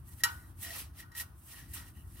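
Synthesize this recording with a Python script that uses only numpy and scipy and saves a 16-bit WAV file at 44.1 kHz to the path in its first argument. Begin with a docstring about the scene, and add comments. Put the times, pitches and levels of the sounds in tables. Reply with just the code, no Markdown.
"""A hand wipes a cloth rag to and fro over a steel oil pan under a car in a quiet garage.
The rubbing is shaped noise in hiss, scuff and dull bands, and it stirs the pan's damped modes.
One hard knock and a few light touches click and ring the pan and a slower bracket.
The underside and garage add decaying-noise reflections, different at each microphone.
A low rumble and thin air noise, both steady-coloured noise, lie beneath."""
import sys
import numpy as np
from scipy import signal
from scipy.fft import rfft, irfft, next_fast_len
from scipy.io import wavfile
from scipy.ndimage import uniform_filter1d, map_coordinates

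SR = 44100
rng = np.random.default_rng(int(sys.argv[2]) if len(sys.argv) > 2 else 0)


def pcm_store(signal):
    """Save signal as 16-bit PCM."""
    levels = np.round(np.clip(np.atleast_2d(signal), -1, 1) * 32767)
    wavfile.write(sys.argv[1], SR, levels.astype(np.int16).T)


N = 97020

# Modes of the steel pan, the main one first. Each row: frequency in Hz, left level in relative dB,
# right level in relative dB, phase by which left leads in radians, T60 in seconds without the
# rag's damping.
PAN_MODES = [(1885, 0, -2, -.7, .085), (1790, -14, -14, 0, .05), (1975, -14, -15, -1, .05),
             (2374, -26, -20, -.6, .1), (2720, -18, -17, 1, .08), (2875, -13, -18, -2, .1),
             (3060, -16, -16, 0, .08), (3984, -7, -14, -.8, .075), (4300, -20, -18, 1, .06),
             (5095, -10, -10, 2.4, .07), (5602, -12, -18, 1.1, .07), (5680, -16, -14, -1, .07),
             (6740, -13, -10, .5, .07), (9354, -14, -18, -1.1, .08), (11070, -22, -11, -1.1, .08),
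             (11520, -16, -7, 3.1, .07), (12420, -21, -11, -2.2, .08)]


def amp(db):
    """Decibels to amplitude."""
    return 10 ** (np.asarray(db) / 20)


def unit(x):
    """Scale to rms 1."""
    return x / np.sqrt(np.mean(x ** 2) + 1e-20)


def along(points, hz):
    """Interpolate (Hz, value) points on a log frequency axis."""
    f, v = np.transpose(points)
    return np.interp(np.log(hz + 1), np.log(f + 1), v)


def filtered(x, response):
    """Multiply the spectrum of x by a response of frequency."""
    m = next_fast_len(x.shape[-1] + 8192)
    hz = np.fft.rfftfreq(m, 1 / SR)
    return irfft(rfft(x, m) * response(hz), m)[..., :x.shape[-1]]


def coloured(x, spectrum):
    """Shape x by (Hz, dB) points, at rms 1."""
    return unit(filtered(x, lambda hz: amp(along(spectrum, hz))))


def wobble(rate):
    """Smooth random curve with rate knots a second."""
    knots = rng.standard_normal(int(N * rate / SR) + 4)
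    return map_coordinates(knots, [np.arange(N) * rate / SR])


def pair(spectrum, alike):
    """Stereo noise of rms 1; alike is the correlation between the sides."""
    angle = np.arccos(alike) / 2
    a, b = rng.standard_normal((2, N))
    left = np.cos(angle) * a + np.sin(angle) * b
    right = np.cos(angle) * a - np.sin(angle) * b
    return coloured(np.array([left, right]), spectrum)


def background():
    """Low, nearly mono rumble of drifting level, and a wide, thin, steady air noise."""
    # Rumble spectrum. Each row: frequency in Hz, relative level in dB.
    rumble_spectrum = [(8.8, -48), (15, -50), (55, -0.5), (75, 3), (101, -1), (198, -16), (327, -18.5),
                       (407, -31), (500, -41.5), (650, -98), (1100, -120)]
    # Rumble level. Each row: time in seconds, level in dB.
    rumble_swell = [(0.0, -47.5), (0.04, -51), (0.59, -51), (0.75, -54.5), (0.78, -50.5), (1.57, -56),
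                    (1.6, -49.5), (2.19, -50.5), (2.2, -43)]
    # Air noise spectrum. Each row: frequency in Hz, relative level in dB.
    air_spectrum = [(400, -1.5), (700, 5.5), (1300, 7), (2000, -5.5), (4000, -23), (7000, -24.5),
                    (9000, -3), (15800, -6.5)]
    rumble_alike, rumble_left_over_right_db = .95, 1.5
    air_alike, air_db = 0.1, -68

    lean = amp(rumble_left_over_right_db * np.array([[.5], [-.5]]))
    swell = amp(np.interp(np.arange(N) / SR, *np.transpose(rumble_swell)))
    rumble = pair([(6.4, -120)] + rumble_spectrum + [(700, -120)], rumble_alike)
    air = pair([(250, -63)] + air_spectrum, air_alike)
    return swell * lean * rumble + amp(air_db) * air


def space(x):
    """Direct sound plus quick reflections and a garage tail, both decaying noise."""
    near_t60_s, near_db = .025, -18  # under the car; energy over direct
    garage_t60_s, garage_db = .3, -17
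    t = np.arange(SR // 2) / SR

    def tail(t60_s, db):
        """Independent left and right noise with exponential decay."""
        noise = rng.standard_normal((2, len(t))) * amp(-60 * t / t60_s)
        return amp(db) * unit(noise) / np.sqrt(len(t))

    answer = tail(near_t60_s, near_db) + tail(garage_t60_s, garage_db)
    answer[:, 0] += 1
    return signal.fftconvolve(x, answer, axes=1)[:, :N]


def ports(x):
    """Frequency-dependent level and phase differences between the microphone ports."""
    # Port balance. Each row: frequency in Hz, left over right in dB.
    left_over_right = [(300, 0), (700, -4), (1300, 0), (3000, 1), (8000, -1), (14000, -3.5)]
    # Port phase. Each row: frequency in Hz, left lead in radians.
    left_lead = [(300, -2), (1300, 1), (2000, -1.1), (4000, -1), (7000, 2.5), (10000, -2), (15000, 2.5)]
    half = np.array([[.5], [-.5]])

    def response(hz):
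        """Split each difference evenly between the sides."""
        return amp(along(left_over_right, hz) * half) * np.exp(1j * along(left_lead, hz) * half)

    return filtered(x, response)


def ringing(modes, damping=1, rise_s=0.00016):
    """Stereo impulse response of modes as decaying sines; damping scales their T60."""
    t = np.arange(SR // 3) / SR
    total = 0
    for hz, left_db, right_db, lead, t60 in modes:
        envelope = amp(np.c_[[left_db, right_db]] - 60 * t / (t60 * damping))
        total = total + envelope * np.sin(2 * np.pi * hz * t + np.c_[[lead, 0]])
    return total * (1 - np.exp(-t / rise_s))


def taps():
    """Each contact chatters, clicks and rings the pan; bracket and underside build up slower."""
    # Knocks and touches. Each row: start in seconds, relative level in dB, other pan modes and
    # click over it in dB, bracket over it in dB; the click and the other pan modes each add
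    # their own fixed offset.
    contacts = [(.204, -48.5, -23, -15), (.2355, -23.5, -5, -7), (0.991, -56, -20, -13),
                (1.025, -51.5, -15, -7), (1.04, -71, -22, 5), (1.117, -56, -11.5, -8),
                (1.15, -45, -13.5, -12.5), (1.198, -39, -10.5, -14), (1.61, -64, -11, -6),
                (1.737, -55.5, -11, -0.5), (1.79, -63.5, -15, 8)]
    # Bracket modes. Each row: frequency in Hz, left level in relative dB, right level in relative
    # dB, phase by which left leads in radians, T60 in seconds.
    bracket_modes = [(824, -32, -23, -1, .2), (922, -10, -3, -2.2, .2), (968, -8, -5, -2, .2),
                     (1060, -18, -13, 1, .15), (1250, -10, -8, -3, .2), (1332, -2, 1, .5, .1),
                     (1468, -3, -6, -1.5, .36), (1517, -9, -9, -1.4, .22)]
    # Click spectrum. Each row: frequency in Hz, relative level in dB.
    click_spectrum = [(300, -69), (700, -42), (1000, -21), (3000, -9.5), (8000, -2.5), (12000, -2.5),
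                      (15500, -6.5)]
    # Many close modes of the underside, heard as noise. Each row: frequency in Hz, relative
    # level in dB.
    shudder_spectrum = [(500, -51), (800, -7), (1000, -2), (1500, 1), (2000, -10.5), (4000, -12),
                        (7000, -26)]
    hold_s, click_t60_s = 0.002, 0.07
    others_db, click_db = 8, 2.5
    shudder_db, shudder_t60_s, slow_rise_s = -9, .3, .011

    t, life = np.arange(SR // 8) / SR, np.arange(SR // 3) / SR
    shape = np.minimum(t / 0.0012, 1) * amp(-60 * np.maximum(t - hold_s, 0) / click_t60_s)
    shudder_shape = amp(-60 * life / shudder_t60_s) * (1 - np.exp(-life / slow_rise_s))
    main_mode, other_modes = ringing(PAN_MODES[:1], rise_s=0.0015), ringing(PAN_MODES[1:])
    bracket = ringing(bracket_modes, rise_s=slow_rise_s)
    rings, clicks = np.zeros((2, N + SR)), np.zeros((2, N + SR))
    for s, db, bright_db, bracket_db in contacts:
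        start = round(s * SR)
        chatter = rng.standard_normal(len(t)) * shape ** 2
        push = .2 * chatter / np.linalg.norm(chatter)
        push[10] += 1  # the impulse itself
        body = main_mode + amp(bright_db + others_db) * other_modes + amp(bracket_db) * bracket
        ring = signal.fftconvolve(push[None], body, axes=1)
        rings[:, start:][:, :ring.shape[1]] += amp(db) * ring

        noise = rng.standard_normal(len(t)) + 0.6 * rng.standard_normal((2, len(t)))
        click = coloured(noise, click_spectrum) * shape
        clicks[:, start:][:, :len(t)] += amp(db + bright_db + click_db) * click

        shudder = coloured(rng.standard_normal((2, len(life))), shudder_spectrum) * shudder_shape
        clicks[:, start:][:, :len(life)] += amp(db + bracket_db + shudder_db) * shudder
    return rings[:, :N] + ports(clicks[:, :N])


def fibres(grain_db, patchy_db):
    """Stereo noise with a grainy, patchy level, as weave catches on metal."""
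    own_share = 0.67  # power share independent at each side
    shared, own = rng.standard_normal(N), rng.standard_normal((2, N))
    mixed = np.sqrt(1 - own_share) * shared + np.sqrt(own_share) * own
    z = signal.stft(mixed, nperseg=256)[2]
    # patches over frequency and time, the same on both sides
    field = uniform_filter1d(rng.standard_normal(z.shape[1:]), size=2, axis=0)
    field = uniform_filter1d(field, size=10, axis=1)
    noise = signal.istft(z * amp(patchy_db * unit(field)), nperseg=256)[1][:, :N]
    return noise * amp(grain_db * wobble(400) + 0.78 * wobble(39.9))


def faint_rubs():
    """Faint narrow-band rubs and low hums: noise bands under flat-topped envelopes."""
    # Rubs and hums. Each row: middle in seconds, length in seconds, centre in Hz, relative
    # level in dB.
    bands = [(.69, 0.087, 671, -62), (.81, 0.022, 453, -62.5), (1.502, .05, 2900, -71),
             (1.59, 0.073, 2850, -68.5), (1.597, .06, 1770, -65.5), (1.742, 0.013, 1700, -56),
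             (1.883, 0.032, 2920, -72), (1.991, 0.088, 2850, -72.5), (2.163, 0.051, 2800, -77)]
    width = .09  # half-width to 1/e, share of the centre frequency
    t = np.arange(N) / SR
    weave = fibres(grain_db=2.0, patchy_db=2.0)
    total = 0
    for mid, length, hz, db in bands:
        band = unit(filtered(weave, lambda f: np.exp(-((f / hz - 1) / width) ** 2)))
        total = total + amp(db) * np.exp(-(2 * (t - mid) / length) ** 4) * band
    return total


def rag():
    """Strokes set the level of hiss, scuff and dull rubbing noise and of the stirred pan modes."""
    # Rag strokes, a list for each stretch. Each row: time in seconds, relative hiss level in dB,
    # then over the hiss in dB: scuff of the middle band, ring of the pan, dull body.
    strokes = [
        [(0.0, -69.5, -11, -23, -6), (0.014, -79.5, -3, -15, 1.5), (0.044, -77, -6, -21, 0.5),
         (0.052, -73, -7, -32, -16), (0.09, -54.5, -17.5, -25, -15.5), (0.098, -62.5, -14.5, -18, -24),
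         (0.136, -57.5, -9, -19, -12.5), (0.152, -65.5, -12.5, -27, -8), (0.21, -55, -10, -9, -20.5),
         (0.225, -78.5, 4.5, 11, 11)],
        [(0.29, -62.5, 10, 6, 2), (0.308, -55.5, -15, -25, -5.5), (0.434, -66, -15, -0.5, -4),
         (0.51, -66.5, -10, -24, -4), (0.544, -83, -2, -7, 2), (0.572, -66.5, -11, -27, -14),
         (0.634, -43.5, -8.5, -11, -17), (0.692, -52, -2, -3.5, -8), (0.802, -44.5, -5.5, -17.5, -12.5),
         (0.93, -88, 2, 2, 9)],
        [(0.93, -82, 2, -6, 8), (0.974, -58, -6.5, -13, -12), (1.004, -51.5, -3.5, -5, -16),
         (1.062, -87, 4, 6, 10), (1.126, -83.5, 0, 4, 10), (1.17, -45.5, -7, -9, -19.5),
         (1.214, -39, -9, -20, -22), (1.274, -90.5, 5, -9, 18), (1.328, -87.5, 4.5, -6, 14.5),
         (1.4, -62, -16, -33, -28)],
        [(1.4, -66, -14, -28, -21), (1.412, -67.5, -10.5, -20.5, -8), (1.448, -62, -16, -30, -17),
         (1.478, -56, -12.5, -18, -14.5), (1.522, -53, -5, -16, -17), (1.544, -57.5, -5.5, -8, -9.5),
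         (1.598, -57, -3, -9.5, -9.5), (1.674, -70, -4, -2, -5), (1.714, -57.5, -13, -13.5, -28),
         (1.731, -61.5, -4.5, -3, -26)],
        [(1.737, -44.5, -12, -19, -26), (1.775, -50, -3, -8, -10), (1.845, -63, -6.5, -5, -7),
         (1.889, -60, -5.5, -10, -11), (1.931, -74.5, -8, -4, -16), (1.977, -65, -7.5, -13, -7),
         (2.045, -70.5, -12, -11, -9.5), (2.087, -67, -10, -25, -6), (2.157, -62, -10, -11, -21),
         (2.2, -57.5, -8, -12, -9.5)],
    ]
    # Hiss spectrum. Each row: frequency in Hz, relative level in dB per Hz.
    hiss_spectrum = [(3530, -40), (6000, -11.5), (7110, -11.5), (8260, -2.5), (9640, -1.5), (10700, -0.5),
                     (15100, -3.5), (15800, -4.5)]
    # Scuff spectrum. Each row: frequency in Hz, relative level in dB.
    scuff_spectrum = [(1500, -28.5), (2000, -8), (2800, -2.5), (4000, -6.5), (5500, -7), (7000, -11),
                      (8500, -19)]
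    # Dull body spectrum. Each row: frequency in Hz, relative level in dB per Hz.
    body_spectrum = [(110, -29), (180, -0.5), (330, -1), (450, -8), (700, -6), (950, -2.5), (1300, -1),
                     (1700, -5.5), (2200, -29)]
    rub_damping = .42  # the rag shortens the ring

    s, *columns = np.transpose(np.vstack(strokes))
    t = np.arange(N) / SR
    level_db, scuff_db, ring_db, body_db = [np.interp(t, s, c) for c in columns]

    rub = fibres(grain_db=3.5, patchy_db=1.5)[:1]
    ring = signal.fftconvolve(rub, ringing(PAN_MODES, rub_damping), axes=1)[:, :N]
    ring = coloured(ring, [(2000, 3.5), (12000, -1)])

    hiss = coloured(fibres(grain_db=1.0, patchy_db=1.5), hiss_spectrum)
    scuff = coloured(fibres(grain_db=0.5, patchy_db=1.2), scuff_spectrum)
    body = coloured(fibres(grain_db=2.0, patchy_db=1.6), body_spectrum)
    cloth = hiss + amp(scuff_db) * scuff + amp(body_db) * body
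    return ports(amp(level_db) * cloth + faint_rubs()) + amp(level_db + ring_db) * ring


def scene():
    """Rag and taps in the reflecting space, over the background."""
    return space(rag() + taps()) * np.sqrt(2) + background()


def record(dry):
    """Cut everything from the band limit up."""
    top_hz = 15800
    return filtered(dry, lambda hz: hz < top_hz)


dry = scene()
out = record(dry)
pcm_store(out)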